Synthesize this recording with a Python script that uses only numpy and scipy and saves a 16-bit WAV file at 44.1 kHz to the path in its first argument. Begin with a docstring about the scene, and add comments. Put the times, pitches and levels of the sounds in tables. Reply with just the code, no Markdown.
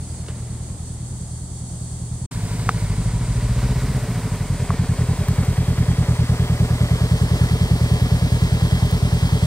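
"""A twin-cylinder motorcycle idles far off on a wide concrete lot; after a short silence it is heard nearer,
pulls up under throttle and comes to a halt on the left, still idling. Its cylinders fire in close pairs: soft
puffs ring the exhaust pipe. Shaped noise and short tones make the engine clatter, and even ticks make a pump
buzz. Grit cracks under the tyres, walls answer the exhaust, a far bird whistles and cicadas hiss all around
over far surf and breeze, made from shaped noise."""
import sys
import numpy as np
from scipy import signal
from scipy.fft import rfft, irfft, next_fast_len
from scipy.io import wavfile
from scipy.ndimage import uniform_filter1d, map_coordinates

SR = 44100
rng = np.random.default_rng(int(sys.argv[2]) if len(sys.argv) > 2 else 0)


def to_wav(s):
    """Save 16-bit WAV."""
    ch = np.atleast_2d(s).T  # columns
    pcm = np.round(np.clip(ch, -1, 1) * 32767)  # PCM
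    wavfile.write(sys.argv[1], SR, pcm.astype(np.int16))


N = 417186

# Engine speed, a slightly hunting idle far off, then a pull and a hunting idle again:
# t/s, four-stroke cycles per second
ENGINE_SPEED = [(0, 10.105), (.45, 9.717), (.7, 10.216), (.85, 9.861), (1.05, 9.665), (1.45, 10.077),
                (1.6, 9.877), (1.75, 9.983), (2.26, 9.781), (2.2601, 13.583), (2.46, 12.487),
                (2.61, 13.161), (2.86, 12.645), (3.01, 12.672), (3.16, 13.414), (3.41, 14.258),
                (3.76, 15.694), (3.91, 16.039), (4.16, 13.119), (4.36, 11.276), (4.51, 10.332),
                (5.06, 10.142), (5.51, 10.173), (5.81, 9.822), (6.01, 9.945), (6.16, 9.416), (6.36, 9.89),
                (6.61, 9.602), (6.76, 9.711), (7.41, 10.14), (7.96, 9.745), (8.26, 9.95), (8.71, 9.897),
                (9.26, 10.038), (9.6, 9.8)]
# Cycles already done at the start; cycles skipped in the jump from far to near; time of that jump in s
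START_CYCLES, SKIPPED_CYCLES, JUMP_S = -.0074, .2708, 2.26
# Throttle: t/s, opening (0-1)
THROTTLE = [(0, 0.12), (3.1, 0.44), (3.4, 1), (3.98, 1), (4.03, 0), (4.4, 0), (5, 0.1), (6, 0), (9.46, 0)]
# Loudness of the bike as it nears: t/s, exhaust level/dB, clatter level/dB
RIDE = [(0.0, -29.5, -54), (0.38, -29.5, -48.5), (1.5, -31.5, -62), (2.25, -26.5, -55.5),
        (2.32, -25.5, -43.5), (2.59, -23, -40), (3.12, -19.5, -41.5), (3.65, -18, -36.5),
        (4.03, -20.5, -36.5), (4.17, -23, -36.5), (4.33, -22.5, -37), (4.5, -21.5, -37.5), (4.8, -19, -36),
        (5.54, -17.5, -35), (6.1, -16.5, -34.5), (6.4, -17.5, -34), (7.4, -16, -33.5), (9.46, -16.5, -34)]

# Cycles whose first firing is weak: t/s, level/dB
WEAK_FIRINGS = [(2.75, -1.5), (4.016, -18), (4.087, -2), (4.24, -4), (4.41, -1.5), (4.6, -5), (5.19, -3.5),
                (7.5, -1.5)]
SECOND_PLACE = 0.2344   # the second cylinder fires about a quarter cycle later
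# Second firing beside the first: t/s, level/dB
SECOND_FIRING = [(0, -1.5), (2.25, -4), (2.32, -2), (3.9, 1.5), (4.15, -0.5), (4.4, -2), (9.46, -4.5)]
# A weaker third thump, faint far off, strongest just after the jump nearer, then mostly fading: t/s, level/dB
THIRD_THUMP = [(0, -16), (2.25, -14), (2.32, -3), (3.2, -12), (3.9, -10), (4.15, -10), (4.6, -10),
               (5.5, -16), (9.46, -19)]
THIRD_PLACE = (0.587, 0.4743)   # place in the cycle, 0-1 (far, near)
LATE_JITTER_S = (.006, .001)    # how much the third and fourth thumps wander in time (far, near)
FOURTH_DB = -11.5   # the fourth thump beside the third; it follows as the second follows the first

# Exhaust pipe modes, before the changes below: f/Hz, level/dB, t60/s (time to fall by 60 dB)
PIPE_MODES = [(47, -21.5, .3), (80, -5, .088), (118.6, 0, .128), (167, -3, .16), (318, -6.7, .02)]
PUFF_S, PIPE_LEAD_S = .003, .0087   # softness of a gas puff; head start, as its crest comes late
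# The pipe's colour shifts, deeper early on and under full throttle, brighter as the throttle shuts:
# t/s, tilt of the pipe modes (dB per octave)
PIPE_TILT = [(0, -2.5), (2.25, 2), (2.32, 3.5), (3.6, -3.5), (4.3, 6), (5.5, 2), (9.46, 1.2)]
# Share of the ring of all but the deepest mode that dies quickly, largest under load: t/s, share (0-1)
PIPE_DAMPING = [(0, .2), (2.25, .2), (2.32, .45), (3.2, .55), (3.98, .7), (4.4, .3), (5.5, .08),
                (9.46, .08)]
# Low parts of the ring: t/s, deepest mode level/dB added to its own, hollow boom level/dB
PIPE_DEPTH = [(0, -4, -19), (2.25, -1.5, -12), (2.32, -1, -5), (3.1, 0, -7), (3.5, 2, -20), (4.0, 4.5, -20),
              (4.2, 4, -12), (4.8, 1, -24), (9.46, 1, -28)]
BOOM_HZ, BOOM_T60_S, BOOM_LAG_S = 103, 0.12, .002   # the boom speaks a little late
QUICK_T60_SHARE, MUFFLER_HZ = .45, (30, 240)   # t60 of the quick part; band the muffler passes
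# Two upper pipe modes growl under throttle; their feeding chamber's width makes them swell after a firing
GROWL_HZ, GROWL_T60_S, GROWL_SWELL_HZ = (194, 264.4), 0.05, 34.4
GROWL_SHUT_DB, GROWL_OPEN_DB, GROWL_UPPER_DB = -12, -1, -4   # shut, full throttle; upper beside lower

# Colour of the clatter noise: f/Hz, level/dB (per Hz, relative)
CLATTER = [(150, -46), (250, -8), (313, -11), (434, -7.5), (525, -11), (593, -11.5), (1070, -14),
           (1700, -21), (2570, -21), (4870, -16.5), (7380, -27), (9070, -26.5), (15500, -31.5)]
# Casing resonances that the clatter rings: f/Hz, width/Hz, level/dB
CASING = [(396.4, 9.5, -10), (440, 18.5, -2.5), (587.4, 11.5, -7.5), (623, 13.5, -5), (728.5, 10.5, -9.5),
          (910, 5, -18), (2004, 710, -8), (3400, 280, -51), (3880, 58, -11.5)]
# Clatter treble beside its body: t/s, level/dB
TREBLE = [(0, -4), (2.25, -11), (2.32, -0.5), (3.8, -3.5), (4.1, -6), (6.7, -5.5), (7.2, -3.5), (9.46, -2)]
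REPEATING, REPEAT_HZ = .3, 1300   # amplitude share that repeats every cycle, below this pitch
RASP_DB, RASP_PLACE = 1.8, .41    # the body swells twice a cycle, first at this place (0-1)
# Parts that knock once a cycle: place in the cycle (0-1), f/Hz, level/dB among the knocks, spread/s
KNOCKS = [(.45, 243.2, 8, 0.0063), (.13, 177, 13.5, 0.0047), (0.25, 226, 4, 0.0026), (.42, 429, -1, 0.007),
          (1, 470, -3.5, 0.0024), (.9, 632, -5.5, 0.0029), (.17, 416, -2, 0.0061), (.22, 604, -7, 0.0073),
          (.48, 604, -11, 0.0057), (0.8, 575, -6.5, 0.0036), (1, 500, -11, 0.0022), (1, 830, -9, 0.0013),
          (.18, 840, -10.5, 0.0018), (0.3, 323, -9.5, .004), (.9, 340, -5.5, .004), (.74, 997, -3, 0.0024),
          (0.06, 1130, -7, 0.0019), (.73, 1930, -6.5, 0.0016), (0, 1710, -6, 0.0027)]
# All knocks over the clatter: t/s, level/dB
KNOCK_LEVEL = [(0, -3), (2.25, 1), (2.32, -1), (4, 1), (4.4, -2), (5, 1), (9.46, 2)]

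PUMP_HZ = 98.03   # ticks per second
# Pump loudness around which it flickers: t/s, level/dB
PUMP_LEVEL = [(0, -70), (4.5, -58), (6, -48), (7, -43), (9.46, -41.5)]
# Pump resonances: f/Hz, width/Hz, level/dB
PUMP_RESONANCES = [(1665, 70, -1), (2030, 320, -2), (2640, 80, -12), (3255, 60, 7), (4335, 60, -9)]

# Tyres rolling on rough concrete: t/s, level/dB
ROLL_LEVEL = [(2.25, -75), (2.32, -44.5), (3.8, -44), (5.5, -47), (6.2, -67)]
# Tread resonances: f/Hz, width/Hz, level/dB
TREAD = [(967, 36, 7), (1490, 115, -2), (1810, 180, -8), (2200, 250, -5.5)]
# Grit cracking under a tyre: t/s, level/dB, f/Hz, t60/s, sharp edge level/dB, share of the upper ring (0-1)
CRACKS = [(0.284, -38, 2850, .012, -30, .1), (.2858, -37, 3600, .01, -30, .1),
          (0.2868, -21, 400, 0.018, -6, 0.6), (2.6884, -19, 1300, .008, -30, .2),
          (2.6912, -1, 1240, 0.012, -2, 0.67), (4.7045, -10, 1120, 0.014, -30, 0.3),
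          (5.285, -21, 1100, 0.012, -4, 0.7), (5.434, -24, 1200, .015, -10, .4),
          (9.291, -22, 910, .02, -20, 0.5)]
# Small dry ticks: t/s, level/dB of the noise before filtering, lowest f/Hz of the band, decay/s
TICKS = [(.264, -34, 700, 0.0046), (0.2834, -31, 700, 0.005), (0.289, -32.5, 400, 0.023),
         (2.6913, -14, 900, 0.0018), (2.6935, -21, 600, 0.0054), (4.672, -33, 300, .008),
         (4.69, -35, 300, .01), (4.705, -26, 250, .012), (4.744, -39, 400, 0.0053),
         (3.132, -39, 6000, .0015), (4.035, -38, 6000, .0015), (4.358, -34, 6000, .0015),
         (4.979, -40, 6000, .0015), (5.049, -40, 6000, .0015), (5.284, -24, 3000, .002),
         (5.449, -29, 6000, .0015), (5.989, -39, 6000, .0015), (8.911, -26, 3000, .003)]

# Bearing of the bike: t/s, delay of left behind right (ms)
BEARING = [(0, .05), (2.25, -.03), (2.32, .07), (4.2, 0), (7.2, -.18), (9.46, -.2)]
YARD_T60_S = 0.54
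ECHO_DB = -35.5   # the walls answer at one level wherever the bike is

# Cicada loudness, before a small flicker: t/s, level/dB
CICADA_LEVEL = [(0, -41.5), (1.5, -41), (2, -39.5), (4.5, -41.5), (9.46, -43.5)]
# Colour of the cicadas: f/Hz, level/dB (per Hz, relative)
CICADAS = [(1650, -80), (2800, -27), (3780, -13.5), (4010, -29), (4330, -6), (5330, -13.5), (5940, -7.5),
           (8370, 1), (9800, -5.5), (11900, -29), (15500, -29)]
# A far bird's arching whistle: t/s, f/Hz, level/dB before flicker
BIRD = [(0, 4130, -64), (.05, 4500, -59), (.07, 4770, -59), (.11, 4800, -59), (.16, 4620, -59),
        (.2, 4230, -52), (.225, 4400, -62), (.25, 4600, -80)]
# Loudness of far surf and breeze, before a slow drift: t/s, level/dB
AMBIENCE_LEVEL = [(0, -39.5), (1, -39.5), (2, -40), (2.32, -39.5), (3.2, -37), (4, -48), (9.46, -37.5)]
# Colour of far surf and breeze: f/Hz, level/dB (per Hz, relative)
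AMBIENCE = [(15, -40), (25, -14), (45, -12), (123, -13.5), (188, -8.5), (264, -16), (489, -26),
            (831, -26.5), (2300, -45.5), (4000, -36), (5200, -73), (8800, -120)]
# How alike left and right are in sound from all around: f/Hz, likeness (-1 to 1)
LIKENESS = [(60, 0.96), (130, 1), (290, 0.91), (640, 0.78), (1410, 0.21), (3100, 0.19), (6820, -0.22),
            (15000, 0.27)]

SILENCE = (2.259, 2.314)    # from, to in s
SHADE = (4300, 2500, -13)   # part the housing takes from the left port: f/Hz, width/Hz, level/dB
CUTOFF_HZ = 15700


def exhaust():
    """Two firings per cycle send soft gas puffs into the ringing pipe; two weaker thumps follow and ring it the
    same way."""
    puffs = gas_puffs()
    pipe = pipe_ring(puffs) + growl(puffs)
    # even out the slow level, which the ride table sets
    power = uniform_filter1d(uniform_filter1d(pipe ** 2, size=13000), size=13000)
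    return pipe / np.sqrt(power)


def gas_puffs():
    """Each firing releases a soft pulse of gas, with chance in its strength and timing."""
    s, turns = crank()
    start = np.interp(np.arange(int(turns[-1])), turns, s)
    first_db = np.zeros(len(start))
    for weak_s, weak_db in WEAK_FIRINGS:
        first_db[np.argmin(abs(start - weak_s))] = weak_db
    second_db = np.interp(start, *np.transpose(SECOND_FIRING))
    third_db = np.interp(start, *np.transpose(THIRD_THUMP))
    levels_db = np.array([first_db, second_db, third_db, third_db + FOURTH_DB])
    chance = rng.standard_normal((5, len(start)))
    levels_db = levels_db + [[.5], [.6], [2], [2]] * chance[:4]
    # a strong first firing tends to leave a weaker second one
    levels_db = levels_db + [[.7], [-.6], [0], [0]] * chance[4]
    zero, third = 0 * start, by_view(THIRD_PLACE, start)
    places = np.array([zero, zero + SECOND_PLACE, third, third + SECOND_PLACE])
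    wander_s = by_view(LATE_JITTER_S, start)
    jitter_s = np.array([zero + .0004, zero + .0004, wander_s, wander_s])
    clicks = once_a_cycle(places, levels_db, jitter_s, PIPE_LEAD_S)
    r = np.exp(-1 / (PUFF_S * SR))
    return signal.lfilter([1], [1, -2 * r, r * r], clicks)


def pipe_ring(puffs):
    """The gas column rings at several pitches at once; the muffler passes only the low band."""
    tilt_db = in_time(PIPE_TILT)[0]
    damped = np.clip(in_time(PIPE_DAMPING)[0], 0, 1)
    deep_db, boom_db = in_time(PIPE_DEPTH)
    pipe = 0
    for k, (hz, level_db, t60) in enumerate(PIPE_MODES):
        octaves = np.log2(hz / PIPE_MODES[2][0])
        gain = amp(level_db + tilt_db * octaves + (0 if k else deep_db))
        quick_t60 = (QUICK_T60_SHARE if k else 1) * t60
        slow = without_lead_in(ring(puffs, hz, t60))
        quick = without_lead_in(ring(puffs, hz, quick_t60))
        mode = (1 - damped) * slow + damped * quick
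        pipe = pipe - (-1) ** k * gain * mode   # neighbouring modes have opposite sense
    late_puffs = np.roll(puffs, round(BOOM_LAG_S * SR))
    pipe = pipe - amp(boom_db) * without_lead_in(ring(late_puffs, BOOM_HZ, BOOM_T60_S))
    muffler = signal.butter(2, MUFFLER_HZ, "band", fs=SR, output="sos")
    return signal.sosfiltfilt(muffler, pipe)


def growl(puffs):
    """Two upper pipe modes, fed through a chamber, grow louder as the throttle opens."""
    low, high = (without_lead_in(ring(resonances(puffs, [(hz, GROWL_SWELL_HZ, 0)]), hz, GROWL_T60_S))
                 for hz in GROWL_HZ)
    level_db = GROWL_SHUT_DB + (GROWL_OPEN_DB - GROWL_SHUT_DB) * in_time(THROTTLE)[0]
    return amp(level_db) * (low - amp(GROWL_UPPER_DB) * high)


def crank():
    """Times in s and engine cycles done: the speed summed up."""
    s = np.arange(0, ENGINE_SPEED[-1][0], 1 / SR)
    speed = np.interp(s, *np.transpose(ENGINE_SPEED))
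    return s, START_CYCLES + np.cumsum(speed) / SR + SKIPPED_CYCLES * (s > JUMP_S)


def once_a_cycle(places, levels_db, jitter_s, lead_s):
    """A click at each place of every cycle; the train starts a tenth of a second early."""
    s, turns = crank()
    cycle = np.arange(int(turns[-1]))
    times = np.interp(cycle + places, turns, s) - lead_s
    times = times + jitter_s * rng.standard_normal(np.shape(levels_db))
    clicks = np.zeros(N + SR // 2)
    np.add.at(clicks, np.round(times * SR).astype(int) + SR // 10, amp(levels_db))
    return clicks


def clatter(treble_db):
    """Valve gear and gas rush: dense noise grains, partly the same each cycle, ring the casing."""
    turns = crank()[1][:N]
    fresh = rng.standard_normal(N)
    pattern = rng.standard_normal(SR // 10)
    repeated = pattern[(turns % 1 * len(pattern)).astype(int)]
    # swap part of the low noise for the repeated pattern, at the same power
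    swap = REPEATING * repeated + (np.sqrt(1 - REPEATING ** 2) - 1) * fresh
    grains = fresh + signal.sosfiltfilt(signal.butter(2, REPEAT_HZ, fs=SR, output="sos"), swap)
    grains = grains * amp(1.1 * drift(60) + .5 * drift(8))
    noise = coloured(grains + 3.47 * resonances(grains, CASING), CLATTER)
    body = signal.sosfilt(signal.butter(2, 2600, fs=SR, output="sos"), noise)
    treble = noise - body
    rasp = amp(RASP_DB * np.cos(4 * np.pi * (turns - RASP_PLACE)))
    return (rasp * body + amp(treble_db) * treble) / np.std(body)


def knocks():
    """Engine parts ring in short swelling tones tied to the crank, with a new strength every cycle."""
    out, age = 0, np.arange(-1500, 1501) / SR
    cycles = int(crank()[1][-1])
    for place, hz, level_db, spread_s in KNOCKS:
        strengths_db = level_db + 2.27 * rng.standard_normal(cycles)
        burst = np.exp(-.5 * (age / spread_s) ** 2) * np.cos(2 * np.pi * hz * age)
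        clicks = once_a_cycle(place, strengths_db, 0.001013, 0)
        out = out + signal.oaconvolve(clicks, burst, "same")
    return without_lead_in(out)


def scattered_clatter(clatter_db, treble_db):
    """Clatter noise arriving from all around, following the direct clatter's level."""
    return amp(clatter_db + treble_db / 2 - 2.5) * diffuse(CLATTER)


def pump():
    """An electric pump ticks evenly into a few small resonances: a comb of thin lines."""
    ticks = np.diff(np.floor(PUMP_HZ * np.arange(N + 1) / SR))
    level_db = in_time(PUMP_LEVEL)[0] + 2.2 * drift(6)
    return amp(level_db) * rms_one(resonances(ticks, PUMP_RESONANCES))


def tyres():
    """Fine grit under the tread: lumpy noise in a few resonances."""
    grains = rng.standard_normal(N) * amp(3.1 * drift(38))
    return amp(in_time(ROLL_LEVEL)[0]) * rms_one(resonances(grains, TREAD))


def grit():
    """Cracks ring briefly near their own pitch with a sharp edge; ticks are short puffs of noise."""
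    out, age = np.zeros(N), np.arange(1500) / SR
    for s, level_db, hz, t60, edge_db, upper in CRACKS:
        click = amp(level_db) * (age == 0)
        snap = ring(click, hz, t60)
        snap = snap - 0.29 * ring(click, 0.62 * hz, 1.7 * t60)
        snap = snap + 0.13 * ring(click, 0.375 * hz, 2.2 * t60)
        snap = snap - upper * ring(click, 1.67 * hz, 0.19 * t60)
        edge = np.diff(ring(click, 2.1 * hz, 0.12 * t60), prepend=0)
        at = round(s * SR)
        out[at:at + len(age)] += snap + amp(edge_db) * edge
    for s, level_db, low_hz, decay_s in TICKS:
        band_hz = [low_hz, min(8 * low_hz, .45 * SR)]   # three octaves at most
        band = signal.butter(2, band_hz, "band", fs=SR, output="sos")
        puff = signal.sosfilt(band, rng.standard_normal(len(age))) * np.exp(-age / decay_s)
        at = round(s * SR)
        out[at:at + len(age)] += amp(level_db) * puff
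    return out


def placed(x):
    """Two spaced microphone ports: the sound arrives a little earlier at the nearer one."""
    index = np.arange(N)
    half = in_time(BEARING)[0] * SR / 2000   # half the delay, in samples
    return np.array([map_coordinates(x, [index - side * half], order=3) for side in (1, -1)])


def walls(x):
    """Many late echoes off the buildings round the lot, nearly alike at both ports."""
    age = np.arange(SR // 2) / SR
    fade = amp(-60 * age / YARD_T60_S) * (age > .025)
    mid, side = rng.standard_normal((2, len(age))) * fade
    echoes = [signal.oaconvolve(x, mid + way * 0.11 * side)[:N] for way in (1, -1)]
    return rms_one(np.array(echoes)) * np.std(x)


def cicadas():
    """Many insects merge into a wide, faintly flickering hiss, slightly louder on the right."""
    level_db = in_time(CICADA_LEVEL)[0] + .8 * drift(8)
    return amp(level_db) * diffuse(CICADAS) * amp([[-.4], [.4]])


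def bird():
    """A far whistle: a near sine, broken by the air it crosses."""
    hz, level_db = in_time(BIRD)
    tone = np.sin(2 * np.pi * np.cumsum(hz) / SR)
    return amp(level_db + 2.2 * drift(25)) * tone * (np.arange(N) < BIRD[-1][0] * SR)


def ambience():
    """Far surf and breeze: wide, mostly low noise whose level drifts slowly."""
    return amp(in_time(AMBIENCE_LEVEL)[0] + .8 * drift(1)) * diffuse(AMBIENCE)


def amp(db):
    """Turn dB into a gain."""
    return 10 ** (np.asarray(db) / 20)


def rms_one(x):
    """Scale to rms (average strength) 1."""
    return x / np.sqrt(np.mean(x ** 2) + 1e-20)


def in_time(rows):
    """Columns of a table over time, one value per sample."""
    s, *columns = np.transpose(rows)
    return [np.interp(np.arange(N) / SR, s, c) for c in columns]


def by_view(pair, s):
    """First value while the bike is far, second after the jump nearer."""
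    return np.where(s < JUMP_S, *pair)


def without_lead_in(x):
    """Drop the tenth of a second by which the click trains start early."""
    return x[SR // 10:SR // 10 + N]


def at_hz(points, hz):
    """Read a spectrum on a log-frequency axis."""
    f, value = np.transpose(points)
    return np.interp(np.log(hz), np.log(f), value)


def coloured(x, spectrum):
    """Give a white signal a spectrum; rms 1."""
    size = next_fast_len(N)
    hz = np.maximum(np.fft.rfftfreq(size, 1 / SR), 1)
    return rms_one(irfft(rfft(x, size) * amp(at_hz(spectrum, hz)), size)[..., :N])


def diffuse(spectrum):
    """Stereo noise from all around: left and right are alike by an amount set for each frequency."""
    size = next_fast_len(N)
    hz = np.maximum(np.fft.rfftfreq(size, 1 / SR), 1)
    mid, side = rfft(rng.standard_normal((2, size))) * amp(at_hz(spectrum, hz))
    alike = np.clip(at_hz(LIKENESS, hz), -1, 1)
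    pair = np.sqrt(1 + alike) * mid + np.sqrt(1 - alike) * side * [[1], [-1]]
    return rms_one(irfft(pair, size)[:, :N])


def drift(rate):
    """Smoothed chance with rms 1; a higher rate (Hz) wanders faster."""
    r = np.exp(-80 * np.pi * rate / SR)   # one step is 40 samples
    chance = rng.standard_normal(N // 40 + 2002)
    slow = signal.lfilter([1], [1, -2 * r, r * r], chance)[2000:]   # skip the settling
    return np.interp(np.arange(N) / 40, np.arange(len(slow)), rms_one(slow))


def ring(x, hz, t60):
    """A unit click sets a sine of starting height 1 ringing; it falls by 60 dB in t60 seconds."""
    r, w = amp(-60 / (t60 * SR)), 2 * np.pi * hz / SR
    return signal.lfilter([0, np.sin(w)], [1, -2 * r * np.cos(w), r * r], x + 1e-18)


def resonances(x, peaks):
    """Parallel resonances, signs alternating."""
    out = 0
    for k, (hz, width, level_db) in enumerate(peaks):
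        r = np.exp(-np.pi * width / SR)
        pole = [1, -2 * r * np.cos(2 * np.pi * hz / SR), r * r]
        peak = signal.lfilter([(1 - r * r) / 2, 0, (r * r - 1) / 2], pole, x)
        out = out + (-1) ** k * amp(level_db) * peak
    return out


def scene():
    """The bike at its bearing, echoes off the walls, cicadas, a bird and far noise."""
    exhaust_db, clatter_db = in_time(RIDE)
    treble_db = in_time(TREBLE)[0]
    pipe = exhaust()
    mechanics = clatter(treble_db) + amp(in_time(KNOCK_LEVEL)[0]) * knocks()
    engine = amp(exhaust_db) * pipe + amp(clatter_db) * mechanics
    bike = engine + pump() + tyres() + grit()
    around_bike = scattered_clatter(clatter_db, treble_db) + amp(ECHO_DB) * walls(pipe)
    background = cicadas() + bird() + ambience()
    return placed(bike) + around_bike + background


def record(dry):
    """The left port is shaded, the deepest bass drops, a short silence parts far from near, the top is cut."""
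    t = np.arange(N) / SR
    outside_s = np.maximum(SILENCE[0] - t, t - SILENCE[1])   # negative inside the silence
    gate = np.clip(outside_s / 0.0058 + 1, 0, 1) ** 3
    shaded = np.array([dry[0] - resonances(dry[0], [SHADE]), dry[1]])
    heard = signal.sosfilt(signal.butter(1, 12, "high", fs=SR, output="sos"), shaded) * gate
    return signal.sosfilt(signal.ellip(12, .3, 80, CUTOFF_HZ, fs=SR, output="sos"), heard)


dry = scene()
out = record(dry)
to_wav(out)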